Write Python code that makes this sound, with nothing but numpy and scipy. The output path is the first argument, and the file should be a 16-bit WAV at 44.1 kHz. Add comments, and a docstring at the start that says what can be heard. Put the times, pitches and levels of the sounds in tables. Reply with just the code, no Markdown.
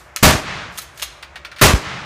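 """Indoor range, camera microphone close behind the shooter: two shots from a pump shotgun.
Over the ventilation the hammer clicks; the first blast fills the booth and overloads the microphone,
thumps back from the far wall and rolls on down the concrete lane. The slide is racked back and forth,
steel knocking on steel. A little farther off, the spent plastic shell bounces ever faster on the floor.
Then the second blast overloads the microphone again and dies away down the lane."""
import sys
import numpy as np
from scipy import signal
from scipy.fft import rfft, irfft
from scipy.io import wavfile

SR = 44100
rng = np.random.default_rng(int(sys.argv[2]) if len(sys.argv) > 2 else 0)


def inscribe(sig):
    """Save sig as 16-bit PCM at rate SR to the path in sys.argv[1].

    A 1-D sig is mono; a 2-D sig holds one channel per row.
    Samples are clipped to [-1, 1] before scaling.
    """
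    pcm = np.round(np.clip(np.atleast_2d(sig).T, -1, 1) * 32767)
    wavfile.write(sys.argv[1], SR, pcm.astype(np.int16))


N = 90404


def amp(db):
    return 10 ** (np.asarray(db) / 20)


def read(table, hz):
    """Interpolates (freq_hz, value) rows along log frequency."""
    table = np.array(table, float)
    return np.interp(np.log(hz + 1), np.log(table[:, 0] + 1), table[:, 1])


def add(mix, start_s, sound):
    """Mixes a sound in from start_s on."""
    part = mix[round(start_s * SR):][:len(sound)]
    part += sound[:len(part)]


def noise(spectrum, size, resonances=(), tilt_db=0):
    """Noise at rms 1 with a given spectrum, resonances and tilt per octave."""
    hz = np.fft.rfftfreq(size, 1 / SR)
    db = read(spectrum, hz) + tilt_db * np.log2((hz + 100) / 3000)
    for centre, width, lift in resonances:
        db = db + lift / (1 + (2 * (hz - centre) / width) ** 2)
    phases = np.exp(2j * np.pi * rng.random(len(hz)))
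    wave = irfft(amp(db) * phases, size)
    return wave / np.sqrt(np.mean(wave ** 2) + 1e-20)


def dying_noise(bands, resonances=()):
    """Coloured noise whose bands each die away at their own t60."""
    t, hz = np.arange(N) / SR, np.fft.rfftfreq(N, 1 / SR)
    spectrum = rfft(noise(bands, N, resonances))
    centres, _, t60s = zip(*bands)
    out = np.zeros(N)
    for one_band, t60 in zip(np.eye(len(bands)), t60s):
        weight = read(list(zip(centres, one_band)), hz)
        out += irfft(spectrum * weight, N) * amp(-60 * t / t60)
    return out


def flicker(size, depth_db, grain_s):
    """A gain that moves to a new random level once per grain."""
    steps = rng.standard_normal(size)
    return amp(depth_db * np.interp(np.arange(size) / SR / grain_s, np.arange(size), steps))


def strike(spectrum, resonances, db, decay_s, tilt_db, low_cut_hz, booth_db=-60):
    """A hard contact: a short burst of dense resonances, prolonged by the booth's close walls."""
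    t = np.arange(8192) / SR
    direct_power = np.exp(-2 * t / decay_s)
    walls = (t > .0013) * np.exp(-2 * t / .015)  # reflections begin after 1.3 ms
    reflected_power = abs(signal.fftconvolve(direct_power, walls / walls.sum())[:len(t)])
    envelope = np.sqrt(direct_power + amp(booth_db) ** 2 * reflected_power)
    burst = amp(db) * noise(spectrum, len(t), resonances, tilt_db) * envelope
    return signal.sosfilt(signal.butter(4, low_cut_hz, "high", fs=SR, output="sos"), burst)


# moving air: freq_hz, level_db
VENT_SPECTRUM = [(20, -28), (40, -16.5), (62, 6), (90, -8), (150, -9.5), (300, -20.5), (620, -9.5),
                 (850, -9.5), (1300, -9), (2200, -12.5), (4000, -30.5), (7000, -31), (11000, -50),
                 (16000, -49.5)]
# duct resonances: centre_hz, width_hz, lift_db
DUCT_MODES = [(59.6, 20, 1), (131, 22, 5), (343, 81, 10), (593, 20, 10)]

def ventilation():
    """Room tone: air rumbles steadily through resonant ducts."""
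    return amp(-44.5) * noise(VENT_SPECTRUM, N, DUCT_MODES)


# bright wash of reverberation: freq_hz, level_db
EARLIER_SPECTRUM = [(200, -24.5), (1500, -15), (4000, 0), (8000, -3.5), (12000, -7.5), (16000, -16)]

def earlier_clack():
    """The last of an earlier clack's reverberation fades at the very start."""
    t = np.arange(N) / SR
    return amp(-49) * noise(EARLIER_SPECTRUM, N) * np.exp(-t / .056)


# the range's answer to small sounds: freq_hz, level_db, t60_s
ROOM_BANDS = [(100, 9, 0.65), (1000, 0, 0.71), (3000, 0.5, 0.6), (6900, 1.5, 0.44), (11000, -8.5, 0.55),
              (16000, -11, 0.2)]

def room(dry, tail_db):
    """Small sounds reach the microphone directly, then as reverberation."""
    tail = dying_noise(ROOM_BANDS)
    return dry + amp(tail_db) * signal.fftconvolve(dry, tail / np.linalg.norm(tail))[:N]


# shell hitting the floor: start_s, level_db, decay_s, tilt_db_per_octave, low_cut_hz
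SHELL_BOUNCES = [(1.2268, -28, 0.0067, -1.1, 560), (1.3573, -28, 0.0071, -2, 595),
                 (1.449, -26.5, 0.0062, -1.7, 980), (1.516, -31.5, 0.0084, -3.5, 1300),
                 (1.562, -35, 0.0094, -0.5, 1300), (1.585, -33, 0.036, -0.5, 1290)]
# plastic on concrete: freq_hz, level_db
HULL_SPECTRUM = [(100, -23.5), (600, -8), (1300, 0), (2400, 1), (4200, -0.5), (5800, -8.5), (7500, -16),
                 (9500, -12), (11000, -25), (16000, -18)]
# resonances of the plastic tube: centre_hz, width_hz, lift_db
HULL_MODES = [(1380, 90, 6), (1823, 65, 8), (2310, 65, 9)]

def spent_shell():
    """The empty hull bounces on concrete, farther from the microphone, so the booth reflects more."""
    out = np.zeros(N)
    for start_s, *bounce in SHELL_BOUNCES:
        add(out, start_s, strike(HULL_SPECTRUM, HULL_MODES, *bounce, booth_db=-.5))
    return room(out, tail_db=-13)


# strokes back and forth: start_s, length_s, level_db
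SLIDE_STROKES = [(0.694, .11, -42.5), (0.934, 0.08, -43.5)]
# sliding friction: freq_hz, level_db
FRICTION_SPECTRUM = [(200, -24.5), (1500, -15), (4000, 0), (8000, -3.5), (12000, -7.5), (16000, -16)]

def slide():
    """The fore-end rubs along its tube, grainy and louder as the hand speeds up."""
    out, t = np.zeros(N), np.arange(SR // 4) / SR
    for start_s, length_s, db in SLIDE_STROKES:
        grain = flicker(len(t), depth_db=2.5, grain_s=.002)
        speed = t / length_s * (t < length_s)
        add(out, start_s, amp(db) * noise(FRICTION_SPECTRUM, len(t)) * grain * speed)
    return out


# hollow body of the fore-end: freq_hz, level_db
FORE_END_SPECTRUM = [(300, -25), (520, -8), (610, 2), (760, -5), (1000, 0), (1300, -8), (3000, -25)]

def fore_end_clunk():
    """The fore-end stops home with a hollow clunk."""
    out = np.zeros(N)
    clunk = strike(FORE_END_SPECTRUM, (), db=-32, decay_s=.011, tilt_db=0, low_cut_hz=300, booth_db=-4.5)
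    add(out, 1.025, clunk)
    return out


# knocks of the action: start_s, level_db, decay_s, tilt_db_per_octave, low_cut_hz
ACTION_KNOCKS = [(0.1626, -10, .001, 1, 1100), (0.17, -20, 0.0017, -5.5, 1100),
                 (.776, -26, 0.0059, .5, 1000), (.7818, -25, 0.0064, 2.5, 1100),
                 (0.7876, -20.5, 0.0027, 3, 1010), (0.818, -34, 0.013, 3.5, 1190),
                 (0.9752, -35.5, 0.0089, -0.5, 1200), (0.997, -30.5, 0.0062, -3, 1400),
                 (1.018, -29, 0.012, -2, 900), (1.0233, -17.5, 0.0046, -0.5, 515),
                 (1.0292, -18, 0.005, 1, 520)]
# steel on steel: freq_hz, level_db
STEEL_SPECTRUM = [(100, -32), (500, -16.5), (900, -9.5), (1300, -1.5), (2500, 1.5), (4000, 2.5), (7000, -4),
                  (10000, -4), (13000, -5.5), (16000, -11)]
# receiver resonances: centre_hz, width_hz, lift_db
RECEIVER_MODES = [(1300, 90, -1), (1720, 69, 7.5), (2600, 70, 2.5), (2832, 74, 5), (4060, 120, 3),
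                  (4730, 87, -8), (6550, 300, 6.5)]

def action_clacks():
    """Hammer and bolt knock against the steel receiver, close to the microphone."""
    out = np.zeros(N)
    for start_s, *knock in ACTION_KNOCKS:
        add(out, start_s, strike(STEEL_SPECTRUM, RECEIVER_MODES, *knock, booth_db=-4.5))
    return out


# knocks that ring the barrel: start_s, level_db
RINGING_KNOCKS = [(0.1618, -26.5), (0.7863, -30.5)]
# notes of the barrel: pitch_hz, level_db, t60_s
BARREL_MODES = [(1300, 3.5, 0.058), (1390, -11, 0.098), (3980, -9, 0.09), (4070, -2, 0.1), (6650, -15, .06)]

def barrel_ring():
    """Two hard knocks set the barrel ringing briefly."""
    out, t = np.zeros(N), np.arange(SR // 4) / SR
    for start_s, knock_db in RINGING_KNOCKS:
        for hz, mode_db, t60 in BARREL_MODES:
            add(out, start_s, amp(knock_db + mode_db - 60 * t / t60) * np.sin(2 * np.pi * hz * t))
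    return out


# sharp echoes of the blasts: start_s, level_db, decay_s, tilt_db_per_octave, low_cut_hz
SLAP_ECHOES = [(.3068, -13, .003, 10, 800), (.3492, -15, .002, -17, 200), (1.7354, -10, 0.0015, -11, 200)]
# their colour: freq_hz, level_db
SLAP_SPECTRUM = [(100, -31), (2000, 21), (12000, 4), (16000, -15)]

def slaps():
    """Single hard reflections of the blasts snap back at the microphone."""
    out = np.zeros(N)
    for start_s, *echo in SLAP_ECHOES:
        add(out, start_s, strike(SLAP_SPECTRUM, (), *echo))
    return out


# low thumps, first the blast's own push, then its return off the far wall: start_s, level_db, decay_s,
# end_pitch_hz
LOW_THUMPS = [(0.2685, 1.5, 0.016, 75), (0.3505, -6.5, 0.0085, 53.7), (1.65, -4.5, 0.023, 80),
              (1.7373, 1.5, 0.013, 48)]

def booms(start_hz=229, sag_s=.0031):
    """Each blast pushes out a low thump that sags in pitch, and the pressure wave comes back from the far wall
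    as another."""
    out, t = np.zeros(N), np.arange(SR // 2) / SR
    for start_s, db, decay_s, end_hz in LOW_THUMPS:
        hz = end_hz + (start_hz - end_hz) * np.exp(-t / sag_s)
        add(out, start_s, amp(db) * np.sin(2 * np.pi * np.cumsum(hz) / SR) * np.exp(-t / decay_s))
    return out


# reverberation of the concrete lane: freq_hz, level_db, t60_s
LANE_BANDS = [(25, -6, 0.81), (70, 4, 0.82), (152, 7.5, 0.99), (278, -3.5, 0.88), (700, -5.5, 1.075),
              (1150, -1, 1.11), (2240, -1, 0.99), (3800, -8, 0.98), (6400, -14, 0.87), (10150, -31, 0.83),
              (16000, -61, 1)]

def lane_tail(return_s=.228, rise_s=.03):
    """The lane's dark reverberation swells as the sound comes back up from the far wall."""
    t = np.arange(N) / SR
    swell_db = -11.5 * (.5 - .5 * np.tanh((t - return_s) / rise_s))
    hold_db = 3.5 * np.exp(-((t - .41) / .095) ** 2)  # a broad later return holds the tail up
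    tail = dying_noise(LANE_BANDS) * amp(swell_db + hold_db)
    return tail / np.std(tail[t < 2 * return_s])


# the two shots, ahead of the overload: start_s, blast_db, tail_db
GUNSHOTS = [(.227, 6, -27.5), (1.6127, 6, -28)]
# blast in the booth: freq_hz, level_db, t60_s
BLAST_BANDS = [(24.3, 0, .2), (64, 7.5, 0.25), (155, 5, 0.25), (310, 0.5, 0.33), (586, -7.5, 0.38),
               (1210, -1.5, .32), (2140, -5.5, 0.32), (3880, -10, 0.32), (6480, -11.5, 0.32),
               (11100, -18.5, 0.28), (16000, -15.5, 0.16)]
# booth resonances: centre_hz, width_hz, lift_db
BOOTH_MODES = [(64, 9.8, 8.5), (135, 42, 3.5), (277, 27, 3.5), (351, 26, 0.5), (389, 15, 3.5),
               (618, 61, 8.5), (760, 20, 3.5), (1161, 19, 9.5)]

def shots(attack_s=.0045, dense_s=.03):
    """Each blast crackles with crowding reflections in the booth, then rolls down the lane."""
    out, t = np.zeros(N), np.arange(N) / SR
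    attack_db = -23 * np.maximum(1 - (t / attack_s) ** 2, 0)
    dense_db = 4 * np.exp(-(t / dense_s) ** 2)  # lift from the first, densest reflections
    for start_s, blast_db, tail_db in GUNSHOTS:
        blast = dying_noise(BLAST_BANDS, BOOTH_MODES)
        crackle = flicker(N, depth_db=1.25, grain_s=.003)
        add(out, start_s, amp(blast_db + attack_db + dense_db) * blast * crackle)
        add(out, start_s, amp(tail_db) * lane_tail())
    return out


def scene():
    """The range as it arrives just behind the shooter, in mono."""
    gunfire = shots() + slaps() + booms()
    action = room(action_clacks() + slide(), tail_db=-10.5) + fore_end_clunk() + barrel_ring()
    return (gunfire + action + spent_shell() + earlier_clack() + ventilation())[None]


def record(dry):
    """The camera microphone flattens the blasts at its ceiling; the highest treble is then cut."""
    ceiling, knee_hardness, cutoff_hz = .61, 6.8, 15450
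    clipped = dry / (1 + abs(dry / ceiling) ** knee_hardness) ** (1 / knee_hardness)
    lowpass = signal.firwin(255, cutoff_hz, window=("kaiser", 9), fs=SR)
    return signal.oaconvolve(clipped, lowpass[None], "same")


dry = scene()
out = record(dry)
inscribe(out)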